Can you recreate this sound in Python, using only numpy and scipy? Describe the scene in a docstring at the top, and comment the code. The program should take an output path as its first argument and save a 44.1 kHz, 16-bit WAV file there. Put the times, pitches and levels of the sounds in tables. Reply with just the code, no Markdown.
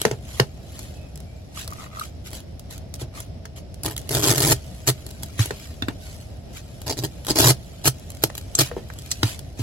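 """A long knife works into the foot of a bamboo shoot, close to the microphone.
Wet fibres tear in crunching bursts and snap singly; the blade rubs and grates along the sheaths.
The shoot and the dry stems round it knock and thump, and the stems scatter and echo the sound.
Behind lies the low rumble of a grove with a far bird."""
import sys
import numpy as np
from scipy import signal
from scipy.fft import rfft, irfft
from scipy.io import wavfile
from scipy.ndimage import uniform_filter1d

SR = 44100
rng = np.random.default_rng(int(sys.argv[2]) if len(sys.argv) > 2 else 0)


def generate_wav(signal):
    """Clip the signal to [-1, 1] and save it as 16-bit WAV at the path in sys.argv[1]."""
    frames = np.transpose(np.atleast_2d(signal))
    scaled = np.clip(frames, -1, 1) * 32767
    pcm = np.round(scaled).astype(np.int16)
    wavfile.write(sys.argv[1], SR, pcm)


N = 424241
TIME_S, BINS_HZ = np.arange(N) / SR, np.fft.rfftfreq(N, 1 / SR)
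BITE_S, LET_GO_S, SINK_S = 0.0031, 0.007, 0.06  # the edge bites, lets go, sinks deep

# Levels and gains in all tables are relative.
# Pulls through the fibres. Each row: start and length in seconds, then final level, build-up,
# shake of the shoot and dry sheath ring in dB.
FIBRE_TEARS = [(3.848, 0.086, -42, -13, -6.5, -23), (4.105, 0.11, -28.5, -1.5, -9, -27),
               (4.227, 0.088, -15.5, 8.5, -11.5, -18), (4.325, 0.2, -16, 13, -11, -35.5),
               (4.873, 0.021, -15.5, 4, -12.5, -26), (6.867, 0.059, -35, 3, -1, 21.5),
               (6.971, 0.024, -37.5, 4.5, -4.5, 18.5), (7.022, 0.027, -31, 7, -5.5, 12),
               (7.28, 0.029, -24, 11, -6.5, 16.5), (7.356, 0.032, -30.5, -7.5, -7.5, 14),
               (7.386, 0.12, -15, 3.5, -11, 4), (7.843, 0.034, -11.5, 18.5, -15, -37),
               (8.224, 0.02, -27.5, 4, -17, -8), (8.588, 0.029, -20.5, -4, -14, 3),
               (9.108, 0.0065, -24, 12, -22, 18)]
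# Single fibres and twigs breaking. Each row: time in seconds, level in dB.
FIBRE_SNAPS = [(0.016, -21), (0.7914, -36), (1.157, -39), (1.677, -29.5), (1.9962, -28), (2.27, -35.5),
               (2.3312, -32), (2.7087, -35), (2.94, -30), (3.203, -33.5), (3.834, -23.5), (3.861, -20),
               (3.9648, -28.5), (3.978, -25.5), (4.092, -24.5), (4.1494, -14), (4.38, -17), (4.4037, -21),
               (4.5147, -25), (5.065, -33), (5.2324, -25), (5.4578, -25), (7.248, -35.5), (7.2676, -25.5),
               (8.1026, -34.5), (8.2379, -12), (8.352, -30), (8.379, -27.5), (8.55, -25), (8.6003, -22.5),
               (8.9872, -35.5)]
# Blade sliding on sheaths and litter. Each row: hardest push, swell and fade in seconds, level in dB.
BLADE_SLIDES = [(0.01, 0.077, 0.18, -34.5), (0.38, 0.21, 0.11, -36.5), (0.8, 0.26, 0.28, -42),
                (1.59, 0.067, 0.094, -30.5), (1.83, 0.19, 0.072, -41), (2.03, 0.14, 0.087, -37),
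                (2.271, 0.04, 0.044, -37.5), (2.34, 0.032, 0.1, -35), (2.715, 0.03, 0.097, -37.5),
                (3.011, 0.032, 0.04, -33.5), (3.165, 0.04, 0.13, -37.5), (3.568, 0.015, 0.05, -38.5),
                (5.41, 0.044, 0.086, -22.5), (5.62, 0.51, 0.23, -41.5), (6.035, 0.064, 0.39, -41.5),
                (6.573, 0.071, 0.05, -36), (8.63, 0.096, 0.098, -27.5), (9.14, 0.35, 0.4, -42.5),
                (9.27, 0.074, 0.13, -28), (9.604, 0.044, .1, -34.5)]
# Steady sleeve rustle. Each row: time in seconds, level in dB.
SLEEVE_RUSTLE = [(0, -52.5), (3.7, -61), (4.1, -44.5), (5.3, -47.5), (6.45, -55.5), (6.7, -49), (8.4, -48),
                 (9.6, -53)]
# Blade scraping a hollow stem. Each row: hardest push and swell in seconds, level in dB.
STEM_SCRAPES = [(1.839, 0.28, -43), (1.96, 0.066, -41.5), (3.18, 0.08, -43.5)]
# Stick-slip chirps, catches of the tip, taps on a dry cane. 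Each row: time in seconds, level in dB.
STEM_CHIRPS = [(1.57, -34.5), (1.721, -33), (1.969, -30), (1.986, -33), (2.011, -19.5)]
TIP_PINGS = [(8.552, -13), (9.114, -19.5)]
CANE_TAPS = [(5.8225, -21), (5.8838, -29)]
# Knocks on shoot and stems. Each row: time in seconds, wood pitch in Hz, then ground thump, wood,
# clack and crack in dB.
WOOD_KNOCKS = [(0.0514, 426, -35, -14.5, -18, -24.5), (0.112, 389, -30, -23, -30, -36),
               (0.398, 398, -19, -16, -13, -21.5), (3.016, 350, -33, -32.5, -49, -43.5),
               (3.454, 430, -50, -48, -35.5, -42.5), (5.3924, 287, -15, -30.5, -29, -31.5),
               (5.507, 407, -39, -27.5, -27, -38), (5.8221, 254, -35, -30, -24, -45),
               (5.8834, 278, -36, -23.5, -22, -40), (7.306, 305, -57, -21, -55, -28),
               (8.238, 317, -38, -24, -56, -57), (8.3, 540, -44, -40, -38, -47),
               (8.714, 473, -66, -32, -35.5, -60), (8.766, 386, -61, -25.5, -57, -59),
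               (8.901, 440, -52, -50, -33.5, -52), (9.2307, 296, -17.5, -22, -18.5, -23),
               (9.593, 274, -23, -31.5, -66, -42.5)]
# Resonances of shoot, dry sheath, hollow stem, cane, blade and tip.
# Each row: frequency and width in Hz, gain in dB.
SHOOT_MODES = [(127.4, 22.2, 9), (316, 65, 5.5), (398, 26, 5), (580, 180, -5)]
HUSK_MODES = [(4730, 1400, -5.5)]
STEM_MODES = [(1210, 110, 22.4), (2010, 200, 15)]
CANE_MODES = [(1530, 38, -2), (1930, 190, 1.5), (2680, 39, 4), (3600, 150, 7)]
BLADE_MODES = [(6290, 150, -4.5), (6950, 120, -5)]
TIP_MODES = [(7480, 200, -2), (6370, 250, -8)]
# Spectra of breaking fibre, rubbing and the grove. Each row: frequency in Hz, density in dB.
FIBRE_SPECTRUM = [(800, 4.5), (1250, 8), (1850, 3), (2300, 1), (3300, 6.5), (4600, 6), (9000, 5),
                  (11300, 7.5), (15500, -3)]
RUB_SPECTRUM = [(1100, 2.5), (1750, 3), (3000, 4.5), (4500, 3.5), (9200, -2), (11000, 1.5), (15000, -11)]
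GROVE_SPECTRUM = [(20, -22.5), (68, 3), (120, -3), (200, -10.5), (450, -20.5), (650, -15), (1000, -35.5),
                  (4600, -39), (5400, -35), (6300, -48), (11500, -89)]
# Direct sound at the two microphone ports. Each row: frequency in Hz, power share from 0 to 1.
DIRECT_SHARE = [(150, 0), (1200, 0.26), (3000, 0), (8000, 0.22), (11000, 0.67), (15000, 0.1)]
# Echo decay of the grove. Each row: frequency in Hz, T60 in seconds.
GROVE_T60 = [(200, 0.038), (4000, 0.11), (14000, 0.079)]
# Far bird's whistles. Each row: start in seconds, first and last pitch in Hz.
BIRD_WHISTLES = [(0.931, 2680, 2430), (1.24, 2280, 2480)]


def tearing(steady_db=4, wet_db=-3, body_db=18, recoil_db=-11, judder_hz=122, judder_db=-11):
    """Fibre bundles break in jerks that ring the sheath and shake the shoot. Returns crisp, low."""
    force, shake, husk, depth, recoil = np.zeros((5, N))
    release = np.hanning(int(LET_GO_S * SR) + 2)
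    for start_s, length_s, db, build_db, shake_db, husk_db in FIBRE_TEARS:
        gain = pull(start_s, length_s, db, build_db)
        force += gain
        shake += gain * amp(shake_db)
        husk += gain * amp(husk_db)
        depth += gain * np.clip((TIME_S - start_s) / SINK_S, 0, 1) ** 2
        add(recoil, start_s + length_s, amp(db + shake_db + recoil_db) * release)
    jerks = bundles(per_s=135, uneven_db=6, decay_s=0.0015)
    fibres = grains(per_s=4500, spread_db=5, even_s=0.003) + amp(wet_db) * rng.standard_normal(N)
    steady = amp(steady_db) * force / force.max()  # breaks run together under more force
    breaks = (jerks + steady) / np.sqrt(1 + steady + steady ** 2) * unit_rms(fibres)
    crisp = colour(breaks * force, FIBRE_SPECTRUM, low_hz=470) + ring(breaks * husk, HUSK_MODES)
    pitch_hz = judder_hz * (1 + 0.12 * drift(cutoff_hz=30))
    judder = amp(judder_db) * depth * np.sin(2 * np.pi * np.cumsum(pitch_hz) / SR)
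    return crisp, amp(body_db) * ring(breaks * shake + recoil, SHOOT_MODES) + judder


def pull(start_s, length_s, db, build_db):
    """Gain of one tear: the edge bites, the force ramps, the fibres let go."""
    remaining = np.clip((start_s + length_s - TIME_S) / length_s, 0, 1)
    before = np.maximum(start_s - TIME_S, 0) / BITE_S
    after = np.maximum(TIME_S - start_s - length_s, 0) / LET_GO_S
    return amp(db - build_db * remaining) * np.exp(-np.minimum(before + after, 20))


def bundles(per_s, uneven_db, decay_s):
    """Strain lets go in sharp jerks of uneven size and spacing."""
    spacing, size = rng.random((int(per_s * N / SR * 2), 2)).T
    at = (np.cumsum(0.5 + spacing) * SR / per_s).astype(int)
    jerks = np.zeros(N)
    jerks[at[at < N]] = amp(uneven_db * size[at < N])
    return unit_rms(signal.lfilter([1], [1, -np.exp(-1 / (decay_s * SR))], jerks))


def snapping(settle_db=-39, settle_s=0.047, body_db=-3, ticks_per_s=2, tick_db=-39, tick_spread_db=4):
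    """Fibres click and splinter, two neighbours follow faintly; litter ticks. Returns crisp, low."""
    ticks = click(tick_db + tick_spread_db * rng.standard_normal(N))
    cracks = ticks * (rng.random(N) < ticks_per_s / SR)
    for at_s, db in FIBRE_SNAPS:
        add(cracks, at_s, click(db))
        add(cracks, at_s, amp(db) * fracture(decay_s=0.0013))
        for delay_s in settle_s * rng.random(2):
            add(cracks, at_s + delay_s, click(settle_db))
    crisp = amp(-3.5) * colour(cracks, FIBRE_SPECTRUM, low_hz=895)
    return crisp, amp(body_db) * ring(cracks, SHOOT_MODES)


def fracture(decay_s):
    """A break gives a short puff of noise."""
    t = TIME_S[:SR // 10]
    return fixed_energy(rng.standard_normal(len(t)) * np.exp(-t / decay_s))


def rubbing(grit_db=-1):
    """Blade and sleeve slide with a fine hiss, grit caught in the contact."""
    sleeve = amp(np.interp(TIME_S, *np.transpose(SLEEVE_RUSTLE)))
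    force = np.sqrt(sleeve ** 2 + sum(stroke(*row) ** 2 for row in BLADE_SLIDES))
    contact = rng.standard_normal(N) + amp(grit_db) * grains(per_s=660, spread_db=3.5, even_s=0.023)
    hiss = unit_rms(contact * amp(drift(cutoff_hz=70)))
    return amp(-4) * colour(hiss * force, RUB_SPECTRUM, low_hz=700)


def stroke(peak_s, swell_s, fade_s, db, depth_db=-26.5, roundness=1.75):
    """Gain of one slide: it swells to the hardest push and fades."""
    away = np.maximum((peak_s - TIME_S) / swell_s, (TIME_S - peak_s) / fade_s)
    gain = np.zeros(N)
    gain[away < 2] = amp(db + depth_db * away[away < 2] ** roundness)
    return gain


def grating(chirp_s=0.0015, fade_ratio=0.29):
    """The blade chatters on a hollow stem; stick-slip chirps sound near its lowest mode."""
    force = sum(stroke(at_s, swell_s, fade_ratio * swell_s, db) for at_s, swell_s, db in STEM_SCRAPES)
    slips = force * unit_rms(ring(grains(per_s=180, spread_db=0, even_s=0.0097), STEM_MODES))
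    t = TIME_S[:SR // 20]
    for at_s, db in STEM_CHIRPS:
        pitch_hz = STEM_MODES[0][0] * (1 + 0.025 * rng.standard_normal())
        add(slips, at_s, amp(db) * tone_pulse(t, pitch_hz, chirp_s))
    return slips


def knocking(thump_s=0.0067, wood_s=0.0023, glide_s=0.00059, hollow_db=-24.5, hollow_s=0.033):
    """Crack and clack, a bending wave with a hollow ring, then a ground thump. Returns crisp, low."""
    t = TIME_S[:SR // 5]
    low, clack, crack = np.zeros((3, N))
    wood_envelope = t / wood_s * np.exp(-t / wood_s) + amp(hollow_db) * np.exp(-t / hollow_s)
    for at_s, hz, thump_db, wood_db, clack_db, crack_db in WOOD_KNOCKS:
        bending_hz = hz * (1 + 3 * np.exp(-t / glide_s))  # treble arrives first
        wood = fixed_energy(wood_envelope * np.sin(2 * np.pi * np.cumsum(bending_hz) / SR))
        noise = rng.standard_normal(len(t)) * t * np.exp(-t / 0.0099)
        rattle = amp(-9) * fixed_energy(ring(noise, [(hz, 90, 0), (0.5 * hz, 140, 0)]))
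        thump_hz = 113 * np.sqrt(hz / SHOOT_MODES[1][0])
        thump = tone_pulse(t, thump_hz, thump_s)
        add(low, at_s, amp(wood_db) * (wood + rattle) + amp(thump_db) * thump)
        add(clack, at_s, click(clack_db))
        add(crack, at_s, amp(crack_db) * fracture(decay_s=0.0021))
    clack = colour(clack, [(1800, 21.5), (2800, 5.5), (6000, -18)], low_hz=780)
    crack = colour(crack, [(4200, 13), (15000, -5.5)], low_hz=2980)
    return clack + amp(5.5) * crack, low


def tapping(hits, modes):
    """Light contacts briefly ring the blade's tip or a dry cane."""
    out = np.zeros(N)
    response = fixed_energy(ring(signal.unit_impulse(SR // 10), modes))
    for at_s, db in hits:
        add(out, at_s, amp(db) * response)
    return out


def among_stems(x, scatter_s=0.0015, paths=6, left_lag_s=0.000272):
    """Direct treble reaches the right port first; stems and ground scatter the rest on shifting paths."""
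    lag_s = np.array([[left_lag_s], [0]]) * BINS_HZ ** 4 / (BINS_HZ ** 4 + 2500 ** 4)
    t, spectrum = TIME_S[:SR // 20], rfft(x)
    direct = np.clip(log_interp(DIRECT_SHARE, BINS_HZ), 0, 1)
    out = irfft(spectrum * np.sqrt(direct) * np.exp(-2j * np.pi * BINS_HZ * lag_s), N)
    scattered = irfft(spectrum * np.sqrt(1 - direct), N)
    shares = np.array([drift(cutoff_hz=14.1) for _ in range(paths)])
    for share in shares / np.linalg.norm(shares, axis=0):
        taps = rng.standard_normal((2, len(t))) * np.sqrt(t) * np.exp(-t / scatter_s)
        taps /= np.linalg.norm(taps, axis=1, keepdims=True)
        out += signal.oaconvolve((share * scattered)[None], taps, axes=1)[:, :N]
    return out


def echoes(x):
    """Farther stems return a short diffuse tail."""
    hz, t, noise = signal.stft(rng.standard_normal((2, SR // 2)), SR, nperseg=256)
    decay = amp(-60 * t / log_interp(GROVE_T60, hz)[:, None])
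    tail = signal.istft(noise * decay, SR, nperseg=256)[1]
    return signal.fftconvolve(x[None], tail / np.linalg.norm(tail[0]), axes=1)[:, :N]


def bird(length_s=0.19, level_db=-60, waver_hz=55):
    """Faint gliding whistles from deep in the grove."""
    song, count = np.zeros(N), int(length_s * SR)
    for at_s, first_hz, last_hz in BIRD_WHISTLES:
        pitch_hz = np.linspace(first_hz, last_hz, count) + waver_hz * drift(cutoff_hz=36)[:count]
        add(song, at_s, np.sin(2 * np.pi * np.cumsum(pitch_hz) / SR) * signal.windows.tukey(count, 0.5))
    return amp(level_db) * song


def grove(level_db=-37.5, waver_db=1.1):
    """Distant rumble and thin insect hiss; only the bass is alike in both ports."""
    shared, left, right = rfft(rng.standard_normal((3, N)))
    coherence = np.clip(log_interp([(100, 0.9), (700, 0.27), (2000, 0.011)], BINS_HZ), 0, 1)
    ports = np.sqrt(coherence) * shared + np.sqrt(1 - coherence) * np.array([left, right])
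    rumble = unit_rms(irfft(ports * amp(log_interp(GROVE_SPECTRUM, BINS_HZ)), N))
    return amp(level_db + waver_db * drift(cutoff_hz=7)) * rumble


def amp(db):
    """Decibels to gain."""
    return 10 ** (np.asarray(db) / 20)


def unit_rms(x):
    """Scales to rms 1."""
    return x / np.sqrt(np.mean(x ** 2) + 1e-20)


def fixed_energy(x):
    """Scales to the energy of 5 ms at rms 1."""
    return x * np.sqrt(0.005 * SR / np.sum(x ** 2))


def click(db):
    """One-sample impulse."""
    return amp(db) * fixed_energy(np.ones(1))


def tone_pulse(t, hz, decay_s):
    """Sine that swells and dies away."""
    return fixed_energy(t ** 2 * np.exp(-t / decay_s) * np.sin(2 * np.pi * hz * t))


def grains(per_s, spread_db, even_s):
    """Random clicks, sizes spread, power levelled over even_s."""
    size = amp(spread_db * np.minimum(rng.exponential(1, N), 4)) * rng.choice([-1, 1], N)
    clicks = size * (rng.random(N) < per_s / SR)
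    power = abs(uniform_filter1d(clicks ** 2, max(int(even_s * SR), 1)))
    return clicks / np.sqrt(power + 1e-3)


def drift(cutoff_hz):
    """Slow noise of rms 1."""
    lowpass = signal.butter(2, cutoff_hz, fs=SR, output="sos")
    return unit_rms(signal.sosfilt(lowpass, rng.standard_normal(N + SR))[SR:])


def log_interp(points, hz):
    """Reads a table on a log-frequency axis."""
    points_hz, values = np.transpose(points)
    return np.interp(np.log(hz + 1), np.log(points_hz + 1), values)


def colour(x, points, low_hz):
    """Minimum-phase filter with a bass roll-off; keeps the power of white noise."""
    hz = abs(np.fft.fftfreq(4096, 1 / SR))
    log_gain = np.log(amp(log_interp(points, hz)) * hz ** 3 / (hz ** 3 + low_hz ** 3) + 1e-5)
    taps = np.fft.ifft(np.exp(np.conj(signal.hilbert(log_gain)))).real[:len(hz) // 2]
    return signal.oaconvolve(x, taps / np.linalg.norm(taps))[:N]


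def ring(x, modes):
    """Sum of resonances, each with its own peak gain."""
    return sum(amp(db) * signal.lfilter(*signal.iirpeak(hz, hz / width_hz, SR), x)
               for hz, width_hz, db in modes)


def add(mix, at_s, sound):
    """Adds a sound to the mix in place."""
    part = mix[max(round(at_s * SR), 0):][:len(sound)]
    part += sound[:len(part)]


def scene():
    """Contacts and breaks ring the blade; crisp sounds scatter, low ones a little; both echo."""
    tears, tears_low = tearing()
    snaps, snaps_low = snapping()
    knocks, knocks_low = knocking()
    contact, breaks = rubbing() + knocks, tears + snaps
    blade = amp(4.5) * ring(contact + 0.5 * breaks, BLADE_MODES)
    taps = tapping(TIP_PINGS, TIP_MODES) + tapping(CANE_TAPS, CANE_MODES)
    crisp = breaks + contact + grating() + taps + blade
    low = tears_low + snaps_low + knocks_low
    near = among_stems(crisp + 0.22 * low) + 1.36 * low
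    return near + echoes(amp(-9) * crisp + amp(1) * low + bird()) + grove()


def record(dry):
    """Clips the sharpest peaks, then low-passes at 16 kHz."""
    lowpass = signal.firwin(401, 16000, window=("kaiser", 8), fs=SR)
    return signal.oaconvolve(np.clip(dry, -0.95, 0.95), lowpass[None], "same")


dry = scene()
out = record(dry)
generate_wav(out)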